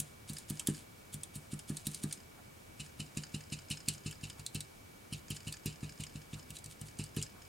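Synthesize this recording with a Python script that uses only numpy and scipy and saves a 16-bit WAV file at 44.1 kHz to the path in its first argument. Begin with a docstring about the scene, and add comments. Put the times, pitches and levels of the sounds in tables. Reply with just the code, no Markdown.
"""In a small room with hiss and a thin whine, a felt ink pad on a wooden block dabs a foil-covered tag.
Each dab thumps the craft table and crushes the foil, which snaps as it buckles or peels off the tacky felt;
something loose chatters as the hand lifts. The first dabs land on the bright, bare foil border.
After a pause at two seconds the pad works up the duller, card-backed foil, about six dabs a second,
with a short break midway. A brush of the arm and a faint rattle end it as the hand swings away."""
import sys
import numpy as np
from scipy import signal
from scipy.fft import rfft, irfft
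from scipy.io import wavfile
from scipy.ndimage import map_coordinates

SR = 44100
rng = np.random.default_rng(int(sys.argv[2]) if len(sys.argv) > 2 else 0)


def unload_wav(signal):
    """Save mono or channel-first audio to the path in sys.argv[1] as 16-bit WAV at rate SR, clipped to [-1, 1]."""
    wavfile.write(
        sys.argv[1],
        SR,
        np.round(np.clip(np.atleast_2d(signal).T, -1, 1) * 32767).astype(np.int16),
    )


N = 329956
TIME = np.arange(N) / SR
EVENT_TIME = np.arange(SR // 2) / SR


def undb(db):
    """Decibels to gain."""
    return 10 ** (np.asarray(db) / 20)


def unit(x):
    """Scale to rms 1."""
    return x / np.sqrt(np.mean(x ** 2))


def add(track, start_s, x):
    """Mix x into the track from start_s on."""
    start = min(round(start_s * SR), N)
    x, start = x[max(-start, 0):], max(start, 0)
    track[start:start + len(x)] += x[:N - start]


def band(x, lo_hz, hi_hz, order=2):
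    """Band-pass."""
    return signal.sosfilt(signal.butter(order, [lo_hz, hi_hz], "band", fs=SR, output="sos"), x)


def resonate(x, modes):
    """Ring x through parallel resonances: pitch_hz, width_hz, level_db."""
    return sum(undb(db) * signal.lfilter(*signal.iirpeak(hz, hz / width, SR), x)
               for hz, width, db in modes)


def coloured(curve):
    """Noise of rms 1 shaped by an EQ curve: frequency_hz, level_db."""
    hz, db = np.transpose(curve)
    bins_hz = np.maximum(np.arange(N // 2 + 1) * SR / N, 1)
    gain = undb(np.interp(np.log(bins_hz), np.log(hz), db))
    return unit(irfft(rfft(rng.standard_normal(N)) * gain, N))


def crackle(per_s, spread_db):
    """Dense tiny clicks of uneven size."""
    clicks = (rng.random(N) < per_s / SR) * rng.choice([-1, 1], N)
    return clicks * undb(spread_db * np.minimum(rng.exponential(size=N), np.pi))


def swell(peak_s, width_s, db):
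    """A bell-shaped envelope around peak_s."""
    envelope, middle_s = np.zeros(N), EVENT_TIME.mean()
    add(envelope, peak_s - middle_s, undb(db) * np.exp(-((EVENT_TIME - middle_s) / width_s) ** 2))
    return envelope


def stereo(mid, side, width):
    """Mid and side to left and right; close microphones hear nearly the same."""
    return mid + width * side * np.array([[1], [-1]])


def reverb(x, t60_s, lo_hz, hi_hz, db, width):
    """Diffuse tail of a small room, different at the two microphones."""
    tail = band(rng.standard_normal((2, len(EVENT_TIME))), lo_hz, hi_hz)
    tail *= np.exp(-np.log(1000) * EVENT_TIME / t60_s) * (1 - np.exp(-EVENT_TIME / 0.0014))
    tail *= undb(db) / np.sqrt(np.sum(tail ** 2, axis=1, keepdims=True))
    mid, side = signal.fftconvolve(x[None], tail, axes=1)[:, :N]
    return stereo(mid, side, width)


# hum and whine of the room and camera: pitch_hz, level_db
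HUM_TONES = [(107.7,-71.5),(1440,-83),(2281,-72.5)]
# EQ of the room tone, centre and sides: frequency_hz, relative_db
ROOM_MID_EQ = [(15,-39),(26,-6),(38,2),(52,-10),(75,5.5),(130,1.5),(240,-2),(560,-10),(1020,-13),(1480,-15),(1940,-17),(2400,-15.5),(3820,-19.5),(8500,-19.5),(16000,-24.5)]
ROOM_SIDE_EQ = [(15, -66), (25, -40), (58, -35), (92, -15), (166, -13.5), (489, -11), (1940, -20),
                (2220, -22.5), (6920, -33), (13200, -44.5), (16000, -80)]
def room_tone(mid_db=-57.5, side_db=-59.5):
    """A bed of room rumble and microphone hiss, with a fluttering hum and whine."""
    tones = sum(undb(db) * np.sqrt(2) * np.sin(2 * np.pi * (hz * TIME + rng.random()))
                for hz, db in HUM_TONES)
    flutter = 1 + 0.23 * unit(band(rng.standard_normal(N), 8, 46))
    mid = undb(mid_db) * coloured(ROOM_MID_EQ) + tones * flutter
    return stereo(mid, coloured(ROOM_SIDE_EQ), undb(side_db))


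# arm moves: peak_s, half_length_s, level_db
ARM_BRUSHES = [(0.617,.015,-62),(2.385,0.022,-61),(4.385,0.031,-63.5),(6.383,0.028,-62.5),(7.376,0.035,-61.5)]
def sleeve():
    """A soft brush as the arm shifts over the tag."""
    envelope = sum(swell(*brush) for brush in ARM_BRUSHES)
    return envelope * unit(band(rng.standard_normal(N), 680, 1430))


# the dabs, which cue block, chatter, rustle, thump and crush:
# hit_s, thump_db, crush_db, crush_length_s, peel_db, first_tick_db
DAB_CUES = [(0.002, -36.5, -44, 0.018, -65, -66), (0.302, -34.5, -48.5, 0.014, -57, -49.5),
            (0.507, -30.5, -59, 0.004, -56, -56), (0.6877, -22.5, -44, 0.021, -54.5, -50),
            (1.147, -37, -54, 0.012, -75, -66), (1.3612, -37.5, -48.5, 0.018, -69, -72),
            (1.5337, -31.5, -51, 0.012, -69, -59), (1.703, -28.5, -50, 0.005, -58, -51.5),
            (1.872, -31.5, -55, 0.0065, -52.5, -52), (2.043, -27, -58, 0.004, -58, -52),
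            (2.801, -38.5, -37.5, 0.0041, -60, -55.5), (3, -34, -36, 0.01, -72, -61),
            (3.173, -30, -37.5, 0.013, -58, -48.5), (3.3453, -30.5, -35, 0.0056, -68, -51.5),
            (3.5244, -33, -35.5, 0.023, -72, -49), (3.7098, -32, -32.5, 0.019, -62, -48),
            (3.883, -30.5, -34, 0.02, -51, -48), (4.062, -30.5, -40, 0.051, -57, -54),
            (4.236, -35.5, -42, 0.043, -64, -50), (4.397, -43.5, -52.5, 0.005, -71, -63),
            (4.5528, -30.5, -38.5, 0.02, -68, -55), (5.1267, -32.5, -38.5, 0.019, -59, -64),
            (5.307, -31.5, -39.5, 0.02, -54, -44.5), (5.473, -33.5, -42.5, 0.049, -55, -48),
            (5.6606, -27.5, -40.5, 0.075, -71, -54), (5.8317, -30.5, -47.5, 0.064, -73, -47.5),
            (6.0016, -34.5, -44.5, 0.034, -67, -48), (6.1567, -34.5, -48, 0.017, -79, -58.5),
            (6.335, -34, -45, 0.0055, -59.5, -55), (6.506, -41, -53, 0.006, -52, -63),
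            (6.6613, -43, -60, 0.006, -54, -74), (6.8184, -37, -55, 0.0049, -55.5, -53.5),
            (6.9962, -29.5, -41.5, 0.04, -58, -55), (7.171, -25.5, -41.5, 0.083, -65, -48)]
# resonances of the wooden block: pitch_hz, width_hz, level_db
BLOCK_MODES = [(530,500,7.5),(900,260,3.5),(1260,190,9.5),(1657,210,9.5)]
def block_knocks(lead_s=0.0067, rise_s=0.0036, fade_s=0.019, gain_db=-25):
    """A little of each blow gets through the felt into the wooden block."""
    knock = (1 - np.exp(-EVENT_TIME / rise_s)) * np.exp(-EVENT_TIME / fade_s)
    envelope = np.zeros(N)
    for hit_s, thump_db, *_ in DAB_CUES:
        add(envelope, hit_s - lead_s, undb(thump_db + gain_db) * knock)
    return envelope * unit(resonate(band(rng.standard_normal(N), 280, 2130), BLOCK_MODES))


# rattles as the hand swings away from the tag: start_s, first_tick_db
HAND_SWINGS = [(2.18, -50.5), (7.423, -54)]
# resonances of the loose thing: pitch_hz, width_hz, level_db
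CHATTER_MODES = [(1720,300,-7),(2400,400,-8),(3000,400,-8),(5100,300,3),(6900,800,0),(8200,1100,-3)]
def chatter(period_s=0.03, jitter=0.094, fall_db=8.5, scatter_db=2.5, gain_db=3.5, count=4):
    """Something loose ticks once on the downstroke, then rocks in fading ticks as the hand lifts."""
    downstroke_lead_s, downstroke_db, lift_lag_s = 0.0217, -10.5, 0.066
    rise_s, fade_s = 0.0026, 0.0037
    ticks = [(hit_s - downstroke_lead_s, db + downstroke_db) for hit_s, *_, db in DAB_CUES]
    lifts = [(hit_s + lift_lag_s, db) for hit_s, *_, db in DAB_CUES]
    turn = np.arange(count)
    for start_s, db in lifts + list(HAND_SWINGS):
        slips, sizes = rng.standard_normal((2, count))
        times_s = start_s + period_s * (turn + jitter * slips)
        ticks += zip(times_s, db - fall_db * turn + scatter_db * sizes)
    contact = (1 - np.exp(-(EVENT_TIME / rise_s) ** 2)) * np.exp(-EVENT_TIME / fade_s)
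    envelope = np.zeros(N)
    for tick_s, db in ticks:
        add(envelope, tick_s - 2 * rise_s, undb(db + gain_db) * contact / contact.max())
    grains = band(crackle(per_s=9700, spread_db=4.5), 1120, 6940, order=3)
    return resonate(envelope * grains, CHATTER_MODES) / np.std(resonate(grains, CHATTER_MODES))


# the pad's path along the tag: time_s, place
PAD_PATH = [(2.1, 0), (2.8, 0.21), (3.35, 0.35), (3.88, 0.67), (4.1, 0.97), (5.5, 0.96), (6.2, 0.79),
            (7.0, 1)]
def place_at(time_s):
    """Where the pad works: 0 is the near end of the tag, 1 the far end."""
    return np.interp(time_s, *np.transpose(PAD_PATH))


def under_pad(time_s, border, card, border_reach=0.096):
    """Crossfade a setting from bare foil border to card-backed foil as the pad moves up the tag."""
    return card + (border - card) * np.exp(-(place_at(time_s) / border_reach) ** 2)


def foil_rustles(graze_lead_s=0.01, graze_width_s=0.011):
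    """Fine crinkling as the tacky pad grazes the foil and peels off; the loose border clings longer."""
    envelope = np.zeros(N)
    for hit_s, *_, peel_db, _ in DAB_CUES:
        graze_db = under_pad(hit_s, border=-49.5, card=-62.5)
        peel_lag_s = under_pad(hit_s, border=0.075, card=0.054)
        peel_width_s = under_pad(hit_s, border=0.056, card=0.019)
        envelope += swell(hit_s - graze_lead_s, graze_width_s, graze_db)
        envelope += swell(hit_s + peel_lag_s, peel_width_s, peel_db)
    grains = crackle(per_s=4200, spread_db=6)
    return envelope * unit(band(grains, 5900, 9900) + undb(-2) * band(grains, 2740, 7100))


# ring of the table top, struck at either end of the tag: pitch_hz, t60_s, near_db, far_db
TABLE_MODES = [(59,.36,0,9.5),(106,.18,-6,9.5),(150.4,.2,12.3,11.2),(223,.07,10.4,4.1),(267.6,.15,12,7.2),(308.9,.14,7,-1),(375,.16,5,9),(432,.17,-2,13)]
# early reflections of the thump: delay_s, gain
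THUMP_ECHOES = [(.00704,.05),(.01198,-.26),(.02017,.39)]
def table_thumps(usual_db=-31, usual_contact_s=0.001352, halving_db=24.5, lead_s=0.015):
    """The felt gives a soft push; the table top springs back and rings according to where it is hit."""
    rebound_lag, rebound_width = 0.53, 2.15  # in contact times
    direct = np.zeros(N)
    for hit_s, db, *_ in DAB_CUES:
        # a harder dab squeezes the felt faster, so the contact is shorter
        contact_s = usual_contact_s * 2 ** ((usual_db - db) / halving_db)
        phase = (EVENT_TIME - lead_s) / contact_s
        rebound = np.exp(-((phase - rebound_lag) / rebound_width) ** 2) / rebound_width
        push = np.exp(-phase ** 2) - rebound
        modes = [(hz, np.log(1000) / np.pi / t60_s, near_db + (far_db - near_db) * place_at(hit_s))
                 for hz, t60_s, near_db, far_db in TABLE_MODES]
        add(direct, hit_s - lead_s, undb(db) * (push + resonate(push, modes)))
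    heard = direct.copy()
    for delay_s, gain in THUMP_ECHOES:
        add(heard, delay_s, gain * direct)
    return heard


def wander(x, depth, rate_hz):
    """Waver the pitch of x, as the pad meets other wrinkles."""
    speed = 1 + depth * unit(band(rng.standard_normal(N), rate_hz, 2 * rate_hz))
    return map_coordinates(x, [np.cumsum(speed)], order=3, mode="mirror")


# resonances of the foil-covered tag: pitch_hz, width_hz, level_db
TAG_MODES = [(2702,200,2),(2904,165,8),(4170,250,3),(5200,870,2),(7530,670,15.5),(8700,240,18),(10400,1200,-38)]
def foil_crushes(touch_s=0.0026, touch_db=-7, peak_s=0.0047, rise_s=0.006,
                 settle_s=0.073, settle_db=-21, gain_db=3):
    """Crinkling swells as the felt lands, peaks as it bears down, then settles; the treble dies first."""
    body_decay, top_decay = 0.28, 0.2072  # shares of the crush length
    t = EVENT_TIME - 0.05
    past_peak = np.maximum(t - peak_s, 0)
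    landing = undb(touch_db) * np.exp(-np.abs(t + peak_s / 2) / touch_s)
    attack = np.exp(-(np.minimum(t - peak_s, 0) / rise_s) ** 2)
    settling = undb(settle_db) * np.exp(-past_peak / settle_s)
    body_envelope, top_envelope = np.zeros((2, N))
    for hit_s, _, db, length_s, *_ in DAB_CUES:
        tilt_db = under_pad(hit_s, border=6, card=-1.2)  # bare foil is brighter
        layers = (body_envelope, body_decay, -tilt_db / 2), (top_envelope, top_decay, tilt_db / 2)
        for envelope, decay, trim_db in layers:
            press = attack * (np.exp(-past_peak / (decay * length_s + rise_s)) + settling)
            add(envelope, hit_s + t[0], undb(db + trim_db) * np.hypot(press, landing))
    tag = resonate(crackle(per_s=2600, spread_db=3.5), TAG_MODES)
    grains = band(wander(tag, depth=0.0365, rate_hz=12), 2540, 11500, order=4)
    body = unit(band(grains, 570, 5380)) * body_envelope
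    top = unit(band(grains, 3990, 18900)) * top_envelope
    return undb(gain_db) * (body + top) / np.sqrt(2)


# foil snaps, with ring and air set against the crack: start_s, level_db, ring_hz, ring_db, air_db
SNAP_CUES = [(0.0004, -20.5, 3300, -17.5, -5), (0.2953, -33.5, 4737, 1, 3), (0.3324, -35, 4440, -19, -3),
             (0.366, -39, 2920, -8, -17), (0.3834, -32, 4070, -9, -13), (0.4985, -28.5, 4300, -8, 3),
             (0.5034, -31.5, 3060, -10, -10), (0.595, -23.5, 2950, -8, -28), (0.6708, -17.5, 3510, -10, -6),
             (1.1408, -29.5, 3520, -12.5, -8), (1.2329, -27, 3540, -12.5, -20), (1.355, -36, 4128, -8, -2),
             (1.5382, -39, 2800, -20, -15), (1.5906, -34.5, 3230, -9, -17), (1.695, -35.5, 2920, -14, -8),
             (1.7684, -27.5, 4300, -9.5, -21), (1.8679, -22, 3840, -7, -2), (1.9131, -38, 4865, -18, -8),
             (1.9449, -27, 4300, -10, -14), (2.0356, -27.5, 4030, -9.5, -9), (2.1253, -24, 4140, -14, -22),
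             (2.8065, -39.5, 2800, -4, -25), (3.1714, -29, 3030, -24, -33), (3.701, -31, 2770, -4, -7),
             (3.7145, -31.5, 4200, 8, -22), (3.8842, -16.5, 4380, -4.5, -12),
             (4.1104, -34.5, 2930, -5, -13), (4.2984, -35, 2950, -2.5, -27), (4.394, -39, 4730, -3, -5),
             (4.4628, -24.5, 4130, -4, -12), (4.546, -30, 2960, -10, -5), (4.605, -27.5, 4000, -5, -22),
             (5.303, -31, 2580, -13, 2), (5.364, -40, 4440, -8, -12), (5.4794, -32.5, 2750, -2, -12),
             (5.5242, -29, 4630, -2, -8), (5.658, -28.5, 2950, -9, 13), (6.0055, -35, 4840, -8, -8),
             (6.0357, -30, 2800, -2.5, -37), (6.33, -41.5, 3050, 10, -9), (6.5039, -35, 2900, -2.5, 0),
             (6.566, -34, 3980, -0.5, -23), (6.586, -39, 3930, -9, -22), (6.6415, -35.5, 4700, -11, -17),
             (6.659, -36.5, 4500, -10, -13), (6.813, -34, 2930, -15, -5), (6.9877, -33, 2930, -14, -15),
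             (7.0382, -33.5, 4740, -6, -19), (7.1642, -31.5, 2810, -3, 1), (7.214, -33, 2900, 2, -16),
             (7.225, -24, 4700, -16, -31)]
def foil_snaps(rise_s=0.0011, crack_s=0.002, tail_s=0.0083, tail_db=-16, ring_s=0.0042,
               ring_width_hz=450, crack_width_hz=2600, hz_per_air_db=34, card_db=-24, gain_db=-1):
    """A facet of foil pops over: a sharp crack and a brief lower ring, pitched by the facet's size."""
    out, t = np.zeros(N), EVENT_TIME[:SR // 12]
    attack = 1 - np.exp(-t / rise_s)
    burst = attack * (np.exp(-t / crack_s) + undb(tail_db) * np.exp(-t / tail_s))
    burst_rms = np.sqrt(np.mean(burst ** 2))
    for start_s, db, ring_hz, ring_db, air_db in SNAP_CUES:
        # an airier snap also cracks higher
        crack_hz = under_pad(start_s, border=9280, card=8720) + hz_per_air_db * air_db
        ring_noise, crack_noise, air_noise = rng.standard_normal((3, len(t)))
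        ring_drive = band(ring_noise * attack * np.exp(-t / ring_s), 2100, 4450)
        ring = resonate(ring_drive, [(ring_hz, ring_width_hz, 0)])
        crack = resonate(band(crack_noise * burst, 2840, 11100), [(crack_hz, crack_width_hz, 0)])
        air = band(air_noise * burst, 5900, 16000)
        snap = unit(undb(ring_db) * unit(ring) + unit(crack) + undb(air_db) * unit(air))
        card_tap = undb(card_db) * unit(band(air_noise * burst, 1600, 2500))
        add(out, start_s, undb(db + gain_db) * (snap + card_tap) * burst_rms)
    return out


def scene():
    """Table and foil close below the microphones, with the room around them."""
    table = table_thumps()
    foley = foil_crushes() + foil_snaps() + foil_rustles() + chatter() + block_knocks() + sleeve()
    low_room = reverb(table, t60_s=0.3, lo_hz=200, hi_hz=620, db=-30, width=0.8)
    high_room = reverb(foley, t60_s=0.13, lo_hz=1030, hi_hz=9000, db=-15, width=0.56)
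    pan = undb([[-0.29], [0.29]])  # the tag lies slightly to the right
    return table + pan * foley + low_room + high_room + room_tone()


def record(dry):
    """The overhead camera cuts the top octave's upper edge steeply."""
    cutoff_hz = 15950
    return signal.sosfilt(signal.ellip(10, 0.1, 70, cutoff_hz, fs=SR, output="sos"), dry)


dry = scene()
out = record(dry)
unload_wav(out)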